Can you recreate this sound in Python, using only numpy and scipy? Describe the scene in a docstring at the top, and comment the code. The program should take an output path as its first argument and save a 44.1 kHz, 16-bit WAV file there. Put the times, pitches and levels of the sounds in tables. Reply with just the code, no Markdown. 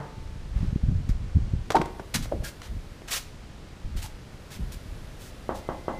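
"""A patio beside a sliding glass door. Someone steps back in sandals: heels tick, trapped air
clops, soles thud, scuff and squeak on the stone, and the house walls answer. Then a knuckle
knocks three times on the glass and the pane rings. Gusts buffet the microphone with rumble,
low thumps and one soft hiss, over outdoor air, a far drone and, at the end, a thin whine."""
import sys
import numpy as np
from scipy import signal
from scipy.fft import rfft, irfft
from scipy.io import wavfile

SR = 44100
rng = np.random.default_rng(int(sys.argv[2]) if len(sys.argv) > 2 else 0)


def generate_wav(signal):
    """Clip the signal to [-1, 1] and save it as 16-bit WAV at the path in sys.argv[1]."""
    frames = np.transpose(np.atleast_2d(signal))
    scaled = np.clip(frames, -1, 1) * 32767
    pcm = np.round(scaled).astype(np.int16)
    wavfile.write(sys.argv[1], SR, pcm)


N = 264287
TIME = np.arange(N) / SR
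EVENT_TIME = TIME[:SR * 3 // 4]  # clock of a single hit or tail

# spectrum of the crowded bending waves in the glass: f/Hz, level/dB
GLASS_WASH = [(29, -33), (50, -38), (97, -53), (172, -1), (838, -1.5), (980, -1.5), (1150, -3.5),
              (1620, -9), (1930, -13.5), (2070, -13), (2300, -36), (3200, -23), (4160, -62), (7040, -120)]
# short hisses, first one of wind, then sliding soles: t/s, level/dB, length/s, tilt/(dB per octave)
HISSES = [(0.538, -53.5, .17, -5), (1.087, -46, 0.017, -3), (2.139, -25.5, .023, -0.6),
          (2.22, -42.5, 0.029, -1), (2.432, -40.5, 0.061, 1), (2.622, -48.5, 0.052, -2.5),
          (3.074, -40.5, 0.039, -1.5), (3.103, -29, 0.075, 0.65), (3.96, -45.5, 0.046, 0),
          (4.013, -42, 0.049, 0.5), (4.501, -46.5, 0.065, 0), (4.715, -46, 0.032, 1.5),
          (5.186, -51.5, 0.11, 2), (5.54, -49, 0.053, -0.5)]


def knocks(contact_s=0.000235, split_hz=1000, low_t60=0.51, high_t60=0.2, sway_hz=59):
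    """Knuckle on glass: a dull pulse, then the ringing pane. One spot is struck, so all ring alike."""
    # knuckle hits: t/s, level/dB
    hits = [(5.4927, -11), (5.6899, -12.5), (5.8825, -11)]
    # modes of the pane: f/Hz, level/dB, t60/s
    pane_modes = [(247, -4, 0.36), (322.5, -7, 0.61), (370, -15, 0.28), (513, -10, 0.85), (539.5, -3, 0.49),
                  (636, -6, 0.47), (686, -13, 0.35), (714, -2, 0.32), (790, 1.5, 0.3), (840, 0, 0.43),
                  (892, 4, 0.17), (888, -5.5, 0.23), (1080, -3, 0.29), (1210, -6, 0.18), (1340, -4, 0.22),
                  (1510, -3, 0.15)]
    lead_s = 0.002  # room for the front of the pulse
    t = np.maximum(EVENT_TIME - lead_s, 0)
    u = (EVENT_TIME - lead_s) / contact_s
    pulse = -np.exp(-u ** 2 / 2) + 0.22 * np.exp(-u ** 2 / 18)
    # bending waves return from the edges just after the blow; the short ones die first
    modes = ring(pane_modes) * (1 - np.exp(-t / 0.0021))
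    wash = noise(GLASS_WASH, len(t))
    low = lows(wash, split_hz)
    wash = low * dying(t, low_t60) + (wash - low) * dying(t, high_t60)
    wash *= 1 - np.exp(-t / 0.00033)
    sway = np.sin(2 * np.pi * sway_hz * t) * dying(t, t60=0.37)
    knock = amp(2) * pulse + amp(-16) * modes + amp(-20) * wash + amp(-29) * sway
    out = np.zeros(N)
    for s, db in hits:
        add(out, s - lead_s, amp(db) * knock)
    return out


def clops(roughness=0.43, rough_hz=250, glide_s=0.014):
    """Hollow clop: the air pocket under a sole rings as it shrinks, wavering in strength."""
    # air pockets: t/s, level/dB, f/Hz, glide/(octaves per s), swell/s, t60/s
    pockets = [(1.7442, -7.5, 679.7, 30, 0.0051, 0.096), (1.792, -19, 187, -14, 0.0049, 0.055),
               (2.3174, -17, 567, 11, 0.0054, 0.023)]
    out = np.zeros(N)
    for s, db, hz, glide, swell, t60 in pockets:
        pitch = hz * 2 ** (glide * np.minimum(EVENT_TIME, glide_s))
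        waver = 1 + roughness * band_noise(rough_hz, "low")
        envelope = np.minimum(EVENT_TIME / swell, 1) ** 2 * dying(EVENT_TIME - swell, t60)
        add(out, s, amp(db) * envelope * waver * tone(pitch))
    return out


def thuds():
    """Body of a step: weight comes down, and sole and slab give a dull, crowded ring."""
    # footfalls: t/s, level/dB, low edge/Hz, high edge/Hz, rise/s, t60/s
    footfalls = [(1.741, -24, 262, 655, 0.012, 0.3), (1.749, -25, 830, 1530, 0.01, 0.079),
                 (2.145, -29.5, 99, 250, 0.0094, 0.31), (2.314, -27, 476, 710, 0.0059, 0.12),
                 (2.33, -29.5, 140, 486, 0.0045, 0.18), (2.42, -41, 395, 823, 0.0028, 0.1)]
    out = np.zeros(N)
    for s, db, low_hz, high_hz, rise, t60 in footfalls:
        body = band_noise([low_hz, high_hz], "band", order=3)
        envelope = np.minimum(EVENT_TIME / rise, 1) * dying(EVENT_TIME - rise, t60)
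        add(out, s, amp(db) * envelope * body)
    return out


def ticks(crest_db=6):
    """Short cracks of heel and grit, duller when the contact is soft."""
    # contacts: t/s, level/dB, t60/s, treble corner/Hz
    contacts = [(1.704, -11.5, 0.042, 2230), (1.7193, -20.5, 0.039, 6000), (1.753, -15, 0.099, 1700),
                (1.7672, -7, 0.0057, 1100), (1.8153, -12.5, 0.028, 1200), (1.857, -31.5, 0.036, 9000),
                (1.9962, -23.5, 0.045, 620), (2.2564, -25, 0.023, 598), (2.618, -26, 0.026, 3560),
                (3.019, -26.5, 0.015, 345), (4.506, -35, 0.01, 5000)]
    # spectrum of a crack: f/Hz, level/dB
    colour = [(100, 3), (400, 6), (1700, -0.5), (2800, -6), (4000, -4), (7500, -6.5), (10000, -10.5),
              (15000, -13)]
    out = np.zeros(N)
    for s, db, t60, corner_hz in contacts:
        crack = unit_rms(band(noise(colour, len(EVENT_TIME)), corner_hz, "low", order=1))
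        add(out, s, amp(db - crest_db) * crack * dying(EVENT_TIME, t60))
    return out


def scuffs():
    """Grit hisses under a sliding sole, catching in tiny slips and fading as the sole slows."""
    return grainy_hiss(HISSES[1:])


def squeaks(half_width=0.077):
    """Rubber sticks and slips: a short, fuzzy whistle."""
    # rubber chirps: t/s, level/dB, f/Hz, length/s
    chirps = [(2.436, -42, 1560, 0.043), (4.035, -48, 855, 0.034), (4.505, -55, 1620, 0.03)]
    out = np.zeros(N)
    for s, db, hz, length in chirps:
        whistle = band_noise([hz * (1 - half_width), hz * (1 + half_width)], "band")
        arch = np.sqrt(np.sin(np.pi * np.minimum(EVENT_TIME / length, 1)))
        add(out, s, amp(db) * arch * whistle)
    return out


def door_hum(step_s=1.752):
    """The door hums on after an opening bump, and again when the heavy step stirs its frame."""
    # modes left ringing by the bump: f/Hz, level/dB, t60/s
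    bump_modes = [(138.5, 8.5, 0.28), (445, -8.5, 0.85), (884, -8.5, 1.67), (1240, -10, 0.57)]
    # modes of the door frame: f/Hz, level/dB, t60/s
    frame_modes = [(313, 4.5, 0.33), (388, -26, 0.25), (498, -6, 0.33), (930, 3, 0.49), (1080, -10, 0.81),
                   (1157, -15, 0.81)]
    attack = 1 - np.exp(-EVENT_TIME / 0.00087)
    bump = amp(-31) * ring(bump_modes)
    wash = amp(-39) * noise(GLASS_WASH, len(EVENT_TIME)) * dying(EVENT_TIME, t60=0.55)
    out = np.zeros(N)
    add(out, 0, attack * (bump + wash))
    add(out, step_s, amp(-25) * attack * ring(frame_modes))
    return out


def wind(rumble_db=-5, lumps_db=2, lumps_hz=18, split_hz=85, strong_db=-22, brighten=0.61):
    """Lumpy turbulent rumble, and single eddies that first suck, then push on the microphone."""
    # the hardest-thumping eddies: t/s, level/dB, f/Hz
    puffs = [(0.565, -17, 62), (0.632, -15.5, 98), (0.73, -17.5, 99), (0.7613, -14, 144),
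             (0.839, -11.5, 77.6), (0.887, -14.5, 94), (1.095, -16.5, 113), (1.115, -16.5, 35.4),
             (1.36, -15.5, 91), (1.3712, -11.5, 100), (1.537, -16, 123), (2.406, -21.5, 55.4),
             (3.859, -24.5, 38), (3.965, -25, 45)]
    # spectrum of the rumble: f/Hz, level/dB
    colour = [(10, -17.5), (22, 1.5), (50, 0.5), (95, -3.5), (170, -12), (340, -33.5), (700, -48),
              (1500, -84)]
    lumps = amp(lumps_db * np.tanh(band_noise(lumps_hz, "low", size=N)))
    rumble = unit_rms(lumps * noise(colour, N))
    deep = lows(rumble, split_hz)
    strength = gusts()
    brightness = (strength / amp(strong_db)) ** brighten  # faster air sheds smaller eddies
    out = amp(rumble_db) * strength * (deep + (rumble - deep) * brightness)
    t = np.arange(-2048, 2048) / SR
    for s, db, hz in puffs + lesser_eddies(strength):
        u = 2 * np.pi * hz * t
        eddy = u * np.exp(-u ** 2 / 6) / (1 + 0.51 * u ** 2)
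        add(out, s + t[0], amp(db) * eddy / eddy.max())
    return out


def gusts(breeze_db=-39, rise_s=0.022, t60=0.47):
    """Strength of the wind: each gust swells, holds and dies back into the breeze."""
    # gusts: t/s, hold/s, level/dB
    swells = [(0.149, 0.38, -33.5), (0.522, 0.13, -22), (.82, 0.13, -19), (1.05, 0.19, -25),
              (1.331, 0.088, -22.5), (1.512, 0.032, -21.5), (1.758, .04, -34), (2.124, 0.28, -29.5),
              (2.69, 0.037, -25), (3.829, .15, -28), (4.551, 0.074, -25), (4.832, 0.21, -34.5),
              (5.655, 0.33, -41)]
    power = amp(breeze_db) ** 2
    for s, hold, db in swells:
        envelope = np.clip((TIME - s) / rise_s, 0, 1) * dying(TIME - s - rise_s - hold, t60)
        power += (amp(db) * envelope) ** 2
    return np.sqrt(power)


def lesser_eddies(strength, count=200, per_s=14, relative_db=-1.5, centre_hz=98.5, spread_octaves=0.36):
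    """Random eddies that follow the strength of the wind: rows of t/s, level/dB, f/Hz."""
    times = np.cumsum(rng.uniform(0.5, 1.5, count)) / per_s
    hz = centre_hz * 2 ** (spread_octaves * rng.standard_normal(count))
    db = relative_db + 20 * np.log10(np.interp(times, TIME, strength))
    return np.column_stack([times, db, hz])[times < TIME[-1]].tolist()


def wind_hiss():
    """A soft, dull hiss of wind rising with an early gust."""
    return grainy_hiss(HISSES[:1])


def patio_echoes(send, predelay_s=0.0077):
    """Scattered echoes off walls and floor, each band dying at its own speed."""
    # reverb time of the patio: f/Hz, t60/s
    decay = [(100, 1), (500, 0.69), (1000, 0.44), (4000, 0.45), (14000, 0.33)]
    hz, t, spectrum = signal.stft(rng.standard_normal(len(EVENT_TIME)), SR, nperseg=256)
    spectrum *= dying(t, curve_at(decay, hz)[:, None])
    tail = signal.istft(spectrum, SR, nperseg=256)[1][:len(EVENT_TIME)]
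    tail *= np.clip(EVENT_TIME / predelay_s - 1, 0, 1)
    return signal.fftconvolve(send, tail / np.linalg.norm(tail))[:N]


def outdoors(split_hz=9500, drone_hz=125):
    """Background bed: an even hiss, a high rustle above it and a far, low drone."""
    # spectrum of the outdoor air: f/Hz, level/dB
    colour = [(180, 2.5), (300, 0), (533, -3.5), (598, -5), (872, -8.5), (1050, -9.5), (1380, -10),
              (4660, -17), (10800, -27.5), (13800, -33), (15200, -36.5)]
    # fader ride of the hiss: t/s, level/dB
    hiss_ride = [(4.3, -55.5), (4.65, -54)]
    # fader ride of the rustle: t/s, level/dB
    rustle_ride = [(0.0, -73.5), (1.57, -77.5), (1.75, -70), (1.88, -68), (2.57, -67.5), (3.55, -74.5),
                   (4.35, -71), (4.62, -65.5), (5.99, -68.5)]
    air = noise(colour, N)
    hiss = band(air, split_hz, "low", order=4) / np.std(band(air, [1000, 9000], "band"))
    rustle = unit_rms(band(noise(colour, N), split_hz, "high", order=4))
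    drone = band_noise([0.8 * drone_hz, 1.25 * drone_hz], "band", order=1, size=N)
    return fader(hiss_ride) * hiss + amp(1) * fader(rustle_ride) * rustle + amp(-53) * drone


def whine(hz=2048, waver_hz=3):
    """A thin, far whine with an unsteady pitch comes in near the end."""
    # fader ride of the whine: t/s, level/dB
    ride = [(5.6, -73), (5.66, -58), (5.8, -62.5), (5.9, -60.5), (5.99, -50.5)]
    pitch = hz + waver_hz * band_noise(22, "low", size=N)
    gate = TIME > ride[0][0]
    return fader(ride) * gate * np.sqrt(2) * tone(pitch)


def grainy_hiss(bursts, rise_share=0.27, release_t60=0.093, grain_db=1.5, grain_hz=400, sag_db=4):
    """Bursts of high-passed noise with a fine flutter: each swells, sags and dies away."""
    # spectrum of the hiss: f/Hz, level/dB
    colour = [(290, 1), (500, 11), (883, -0.5), (1090, 0.5), (1720, 1.5), (2430, 1), (2760, 1), (3000, 1.5),
              (5700, 0), (6210, -1), (6860, -1), (13800, -9.5), (15000, -10)]
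    out = np.zeros(N)
    for s, db, length, tilt in bursts:
        rise = rise_share * length
        envelope = np.minimum(EVENT_TIME / rise, 1) * dying(EVENT_TIME - length, release_t60)
        progress = np.clip((EVENT_TIME - rise) / (length - rise), 0, 1)
        envelope *= amp(sag_db * (0.5 - progress))
        grain = amp(grain_db * band_noise(grain_hz, "low"))
        hiss = band(grain * noise(colour, len(EVENT_TIME), tilt), 850, "high", order=3)
        add(out, s, amp(db) * envelope * unit_rms(hiss))
    return out


def amp(db):
    """Decibels to gain."""
    return 10 ** (np.asarray(db) / 20)


def unit_rms(x):
    """Scales to rms 1."""
    return x / np.sqrt(np.mean(x ** 2) + 1e-20)


def curve_at(points, hz):
    """Interpolates a table on a log-frequency axis."""
    f, value = np.transpose(points)
    return np.interp(np.log(hz + 1), np.log(f + 1), value)


def fader(ride):
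    """Gain over time from rows of t/s, level/dB."""
    return amp(np.interp(TIME, *np.transpose(ride)))


def add(mix, s, sound):
    """Lays a sound into the mix at time s."""
    part = mix[max(round(s * SR), 0):][:len(sound)]
    part += sound[:len(part)]


def noise(colour, size, tilt_db=0):
    """Noise of rms 1 with a given spectrum, tilted per octave."""
    hz = np.fft.rfftfreq(size, 1 / SR)
    gain = amp(curve_at(colour, hz) + tilt_db * np.log2(hz + 20))
    return unit_rms(irfft(rfft(rng.standard_normal(size)) * gain, size))


def band(x, hz, kind, order=2):
    """Butterworth filter."""
    return signal.sosfilt(signal.butter(order, hz, kind, fs=SR, output="sos"), x)


def band_noise(hz, kind, order=2, size=len(EVENT_TIME)):
    """Filtered white noise of rms 1."""
    return unit_rms(band(rng.standard_normal(size), hz, kind, order))


def lows(x, hz):
    """Zero-phase low-pass: subtracting it leaves the highs."""
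    return band(band(x, hz, "low")[::-1], hz, "low")[::-1]


def dying(t, t60):
    """Holds at 1 until t = 0, then falls 60 dB every t60 seconds."""
    return np.exp(-np.log(1000) * np.maximum(t, 0) / t60)


def tone(hz):
    """Sine that follows a pitch curve."""
    return np.sin(2 * np.pi * np.cumsum(hz) / SR)


def ring(modes):
    """Decaying modes at random phases, scaled so their squared gains sum to 1."""
    out = sum(amp(db) * dying(EVENT_TIME, t60) * np.sin(2 * np.pi * (hz * EVENT_TIME + rng.random()))
              for hz, db, t60 in modes)
    return out / np.sqrt(sum(amp(db) ** 2 for hz, db, t60 in modes))


def scene(step_send_db=-17, tick_send_db=-12, swish_send_db=-15):
    """Mono mix: footwork and wind hiss with their echoes, the door, the buffeting and the outdoor bed."""
    step = clops() + thuds()
    tick = ticks()
    swish = wind_hiss() + scuffs() + squeaks()
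    send = amp(step_send_db) * step + amp(tick_send_db) * tick + amp(swish_send_db) * swish
    patio = step + tick + swish + patio_echoes(send)
    return (patio + knocks() + door_hum() + wind() + outdoors() + whine())[None]


def record(dry):
    """A steep low-pass trims the top treble."""
    lowpass = signal.firwin(511, cutoff=15350, window=("kaiser", 9), fs=SR)
    return signal.oaconvolve(dry, lowpass[None], "same")


dry = scene()
out = record(dry)
generate_wav(out)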